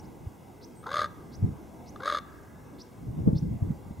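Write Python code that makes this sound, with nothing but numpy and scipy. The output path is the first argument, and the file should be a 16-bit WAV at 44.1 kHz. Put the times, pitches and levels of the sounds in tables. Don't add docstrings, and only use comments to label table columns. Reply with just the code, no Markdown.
import sys
import numpy as np
from scipy import signal
from scipy.fft import rfft, irfft
from scipy.io import wavfile
from scipy.ndimage import uniform_filter1d

SR = 44100
rng = np.random.default_rng(int(sys.argv[2]) if len(sys.argv) > 2 else 0)


def bounce(signal):
    frames = np.transpose(np.atleast_2d(signal))
    limited = np.clip(frames, -1, 1)
    pcm = np.round(limited * 32767).astype(np.int16)
    wavfile.write(sys.argv[1], SR, pcm)


N = 176400
T = np.arange(N) / SR
# (frequency [Hz], time to fade by 60 dB [s])
LAND_RING = [(310, .61), (1210, 0.65), (3510, 0.53), (9010, .34)]


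def amp(db):
    return 10 ** (np.asarray(db) / 20)


def unit(x):
    return x / np.sqrt(np.mean(x ** 2) + 1e-20)


def read(points, hz):
    f, value = np.transpose(points)
    return np.interp(np.log(hz + 1), np.log(f + 1), value)


def follow(rows, t):
    s, *columns = np.transpose(rows)
    return [np.interp(t, s, c) for c in columns]


def add(mix, s, sound):
    at = round(s * SR)
    sound = sound[..., max(-at, 0):]
    part = mix[..., max(at, 0):][..., :sound.shape[-1]]
    part += sound[..., :part.shape[-1]]


def drift(count, hz):
    keep_slow = np.exp(-(np.arange(SR // 2 + 1) / hz) ** 2)
    return unit(irfft(rfft(rng.standard_normal(SR)) * keep_slow))[:count]


def colour(x, points):
    log_gain = np.log(amp(read(points, abs(np.fft.fftfreq(4096, 1 / SR)))))
    taps = np.fft.ifft(np.exp(np.conj(signal.hilbert(log_gain)))).real
    return signal.oaconvolve(x, taps[:len(taps) // 2])[:N]


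def noise(points, likeness, patchy_db, swell_db):
    hz = np.fft.rfftfreq(2048, 1 / SR)
    a, b, c, d, patches = rng.standard_normal((5, N // 512 + 5, len(hz)))
    patches = unit(uniform_filter1d(uniform_filter1d(patches, size=9, axis=0), size=7, axis=1))
    swell = unit(uniform_filter1d(rng.standard_normal(len(a)), size=25))[:, None]
    swell = swell / (1 + hz / 810)
    same = np.clip(read(likeness, hz), -1, 1)
    left = a + 1j * b
    right = same * left + np.sqrt(1 - same ** 2) * (c + 1j * d)
    spectra = np.array([left, right]) * amp(read(points, hz) + patchy_db * patches + swell_db * swell)
    return unit(signal.istft(spectra.transpose(0, 2, 1), nperseg=2048, noverlap=1536)[1][:, :N])


def reverb(x, ring_times):
    hiss = rng.standard_normal((2, 2 * SR)) + rng.standard_normal(2 * SR)
    hz, t, spectra = signal.stft(hiss, SR, nperseg=256)
    tail = signal.istft(spectra * amp(-60 * t / read(ring_times, hz)[:, None]), SR, nperseg=256)[1]
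    mids = abs(rfft(tail[0], SR))[1000:1700]
    return signal.fftconvolve(x[None], tail / np.sqrt(np.mean(mids ** 2)), axes=1)[:, :N]


def distant_wash():
    # (frequency [Hz], level [dB])
    tone = [(22, -41), (60, 0), (100, 0), (310, -1.5), (450, -7.5), (600, -11.5), (810, -9.5), (1050, -15),
            (1350, -23), (1600, -21), (2050, -21), (2500, -27.5), (3300, -31.5), (4400, -37), (5500, -32.5),
            (9000, -35), (15600, -35)]
    # (frequency [Hz], likeness [-1 to 1])
    likeness = [(62, 0.36), (135, 0.75), (295, 0.66), (650, .5), (1400, 0.42), (3150, 0.89), (6800, 0.98),
                (14900, 0.31)]
    return amp(-48) * noise(tone, likeness, patchy_db=1.8, swell_db=2.5)


def whistle(curve, pitch_factor):
    shake_hz, swing = 654, 1.4
    t = np.arange(curve[0][0], curve[-1][0], 1 / SR)
    hz, db, buzz = follow(curve, t)
    shake = 2 * np.pi * np.cumsum(shake_hz * (1 + .08 * drift(len(t), 200))) / SR
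    phase = 2 * np.pi * np.cumsum(hz * pitch_factor * (1 + 0.014 * drift(len(t), 300))) / SR
    return amp(db) * (1 + .4 * buzz * np.cos(shake)) * np.sin(phase + swing * buzz * np.sin(shake))


def small_bird():
    # (time of the peak [s], level [dB], pitch factor [ratio])
    chirps = [(-.001, -45, 0.96), (.0585, -60, 1), (0.649, -47, 1.026), (1.3547, -48, 1.03),
              (1.8957, -49, 1.09), (2.8205, -43.5, 0.99), (3.387, -43.5, 0.98)]
    # (time from the peak [s], pitch [Hz], level [dB], buzz [0-1])
    chirp_shape = [(-.037, 3400, -18, .9), (-.026, 4030, -12.5, .8), (-.014, 4870, -7, .9),
                   (-.009, 4290, -8.5, 1), (-.005, 4730, -4.5, .3), (0, 5620, -1, .08),
                   (.005, 6030, -15, .1), (.01, 6100, -14, .1), (.015, 5900, -37, .1)]
    # (time [s], pitch [Hz], level [dB], buzz [0-1])
    thin_note = [(.75, 8800, -77, .3), (.763, 8250, -62, .3), (.785, 8100, -60.5, 0.2),
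                 (.82, 8600, -64.5, .3), (.842, 9300, -74, .3)]
    out = np.zeros(N)
    for s, db, pitch_factor in chirps:
        add(out, s + chirp_shape[0][0], amp(db) * whistle(chirp_shape, pitch_factor))
    add(out, thin_note[0][0], whistle(thin_note, 1))
    return out + amp(-12) * reverb(out, LAND_RING)


def wind():
    # (time [s], level [dB])
    gusts = [(0, -71), (.21, -54), (.26, -42.5), (.31, -67), (1.3, -56.5), (1.41, -39.5), (1.44, -26.5),
             (1.5, -36.5), (1.58, -49), (1.7, -71), (2.92, -59), (3.09, -32.5), (3.16, -39.5), (3.185, -28),
             (3.25, -30.5), (3.28, -17.5), (3.315, -26), (3.36, -27), (3.4, -39.5), (3.43, -30),
             (3.57, -33), (3.595, -50), (3.625, -32), (3.71, -32.5), (3.8, -51.5), (3.915, -41),
             (3.96, -52.5), (4, -40.5)]
    # (frequency [Hz], level [dB])
    rumble_tone = [(20, -33), (50, -8), (95, 1), (160, -2.5), (250, -9), (350, -19.5), (500, -36.5),
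                   (900, -44), (2000, -75.5)]
    flutter_tone = [(105, -36), (285, 2), (510, -6), (910, -21), (1410, -32), (2510, -50), (6100, -69)]
    # (frequency [Hz], likeness [-1 to 1])
    likeness = [(62, 0.75), (135, 0.79), (290, 0.07), (640, -0.75)]
    # (time [s], level [dB], pitch [Hz])
    swirls = [(0.274, -25.5, 91), (1.429, -19, 100), (1.447, -14.5, 109.4), (3.277, -7, 148.4),
              (3.289, -8.5, 153.5), (3.332, -17.5, 188), (3.365, -16.5, 109.5), (3.43, -16, 122),
              (3.628, -16, 109), (3.708, -18.5, 156), (3.911, -27, 173)]
    gust_db, = follow(gusts, T)
    flutter_db = 2 + 1.455 * gust_db
    out = amp(gust_db) * noise(rumble_tone, likeness, patchy_db=-1.15, swell_db=-0.55)
    out += amp(flutter_db) * noise(flutter_tone, likeness, patchy_db=4.2, swell_db=3.64)
    t = np.arange(-SR // 40, SR // 40) / SR
    for s, db, hz in swirls:
        phase = 0.81 * rng.standard_normal((2, 1))
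        thump = np.cos(2 * np.pi * hz * t + phase) / np.cosh(hz * t / 0.33)
        add(out, s + t[0], amp(db) * thump)
    return out


def burst(hz, buzz_db, buzz_s, rasp_db, rasp_s):
    rise_s, jitter, fade_shape = 0.00048, 0.033, 1.31
    t = np.arange(SR // 40) / SR
    turns = np.cumsum(hz * (1 + jitter * drift(len(t), 210))) / SR
    phase = 2 * np.pi * (turns - .12)
    buzz = sum(np.cos(k * phase) for k in range(1, 18))
    buzz *= amp(buzz_db) * (np.exp(-(t / buzz_s) ** fade_shape) + 0.15 * np.exp(-t / 0.0054))
    rasp = rng.standard_normal(len(t)) * (1 + 0.66 * np.cos(phase))
    rasp *= amp(rasp_db) * np.exp(-(t / rasp_s) ** fade_shape)
    return (1 - np.exp(-t / rise_s)) * np.array([buzz, rasp])


def throat(source):
    # (frequency [Hz], level [dB])
    buzz_tone = [(150, -47.5), (400, -10), (560, -14.5), (850, -18), (1050, -8.5), (1220, 1), (1400, 1),
                 (1650, -4), (2000, -16.5), (2600, -32.5), (3100, -26.5), (3600, -19), (4500, -31.5),
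                 (5700, -39), (6400, -30.5), (7500, -49), (15000, -52)]
    rasp_tone = [(200, -16), (550, 4), (900, -16.5), (1300, 4.5), (1650, 14), (2200, 3), (2600, -11),
                 (3050, -6.5), (3450, 4.5), (4200, -1.5), (4700, -2.5), (5300, -8), (5700, -24.5),
                 (6400, -5.5), (7300, -21), (8200, -18.5), (10000, -21.5), (11300, -19), (12500, -32),
                 (15500, -33)]
    return amp(-15) * colour(source[0], buzz_tone) + amp(-26) * colour(source[1], rasp_tone)


def croak(curve):
    # (place in the cycle [0-1], buzz [dB], buzz fade [s], rasp [dB], rasp fade [s])
    pulses = [(0, 0, 0.0046, -1, 0.0095), (.57, -8.5, 0.0041, 0, 0.005)]
    t = np.arange(curve[0][0], curve[-1][0], 1 / SR)
    rate, effort, pitch = follow(curve, t)
    cycles = np.cumsum(rate) / SR
    source = np.zeros((2, N))
    for place, buzz_db, buzz_s, rasp_db, rasp_s in pulses:
        for i in np.searchsorted(cycles, np.arange(place, cycles[-1])):
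            pulse = burst(pitch[i], buzz_db + effort[i], buzz_s, rasp_db + 1.25 * effort[i], rasp_s)
            add(source, t[i], pulse)
    hum_hz = pitch * (1 + 0.017 * drift(len(t), 240))
    hum = amp(-8.5 + effort / 2) * np.sin(2 * np.pi * np.cumsum(hum_hz) / SR)
    fade = np.sin(np.linspace(0, np.pi, len(t))).clip(0) ** 0.17
    add(source[0], t[0], hum * fade)
    return throat(source)


def raven():
    # (time [s], level [dB], pitch [Hz])
    pops = [(.8292, -27, 590), (0.839, -21, 614), (1.9592, -17, 600)]
    # (time [s], rattle rate [Hz], effort [dB], buzz pitch [Hz])
    croaks = [
        [(.866, 43.54, -13, 463), (.892, 40.86, -16.5, 501), (.9146, 39.48, -5.5, 558.7),
         (.945, 37.06, -1, 587.3), (.98, 42.54, -0.5, 600.2), (1.018, 38.72, -0.5, 600),
         (1.043, 36.7, -4.5, 595.5), (1.063, 36.7, -11, 590)],
        [(2.003, 30.1, -18, 478), (2.033, 37.24, -10, 534.7), (2.062, 51.9, -3, 588), (2.078, 48.18, -1, 590.7),
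         (2.105, 40.41, -2.5, 598), (2.15, 42.17, -1.5, 594), (2.172, 41.93, -5.5, 606), (2.191, 41, -1.5, 557)],
    ]
    # (frequency [Hz], level [dB])
    gurgle_tone = [(300, -31), (700, -10), (860, -2), (1050, -3.5), (1400, -6), (2200, -35), (8000, -60)]
    land_tone = [(500, -2), (1020, 0), (1200, 3.5), (1420, 1), (3500, 3), (9000, -14)]
    gurgle_levels = [-38.5, -46.5]
    echo_levels = [-31.5, -23.5]
    # (frequency [Hz], time to fade by 60 dB [s])
    echo_ring = [(320, .52), (1120, 1.2), (1620, 3.8), (2320, 0.76), (4020, 0.24)]
    # (frequency [Hz], level [dB])
    echo_tone = [(500, -6), (1200, -4), (1600, 6), (3500, -6), (8000, -25)]
    gurgle_rise_s, echo_delay_s, pan_db = .011, .13, 0.8
    source, echoes = np.zeros((2, N)), np.zeros((2, N))
    for s, db, hz in pops:
        add(source, s, burst(hz, buzz_db=db, buzz_s=0.0034, rasp_db=db - 18, rasp_s=0.0044))
    voice = throat(source)
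    for curve, echo_db, gurgle_db in zip(croaks, echo_levels, gurgle_levels):
        call = croak(curve)
        age = np.maximum(T - curve[0][0] + 0.0078, 0) / gurgle_rise_s
        gurgle = unit(colour(rng.standard_normal(N), gurgle_tone))
        call += amp(gurgle_db) * age * np.exp(1 - age) * gurgle
        voice += call
        add(echoes, echo_delay_s, amp(echo_db) * reverb(colour(call, echo_tone), echo_ring))
    reflections = amp(-19) * reverb(colour(voice, land_tone), LAND_RING)
    return voice * amp([[pan_db], [-pan_db]]) + reflections + echoes


def moans():
    # (start [s], length [s], first pitch [Hz], last pitch [Hz], level [dB])
    glides = [(1.68, 0.32, 630, 790, -55.5), (3.48, 0.17, 720, 610, -60), (3.66, 0.337, 838, 810, -59.5)]
    out = np.zeros(N)
    for s, length, first_hz, last_hz, db in glides:
        progress = np.arange(0, 1, 1 / (length * SR))
        hz = first_hz + (last_hz - first_hz) * progress + 26 * drift(len(progress), 90)
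        add(out, s, amp(db) * np.sin(np.pi * progress) * np.sin(2 * np.pi * np.cumsum(hz) / SR))
    return out


def scene():
    return distant_wash() + wind() + moans() + small_bird() + raven()


def record(dry):
    # (frequency [Hz], width [Hz], depth [0-1])
    dips = [(1797, 304, 1), (2387, 164, 0.93), (3050, 150, 0.8)]
    for hz, width_hz, depth in dips:
        dry = dry - depth * signal.lfilter(*signal.iirpeak(hz, hz / width_hz, SR), dry)
    treble_cut = signal.firwin(511, cutoff=15800, window=("kaiser", 9), fs=SR)
    return signal.oaconvolve(dry, treble_cut[None], "same")


dry = scene()
out = record(dry)
bounce(out)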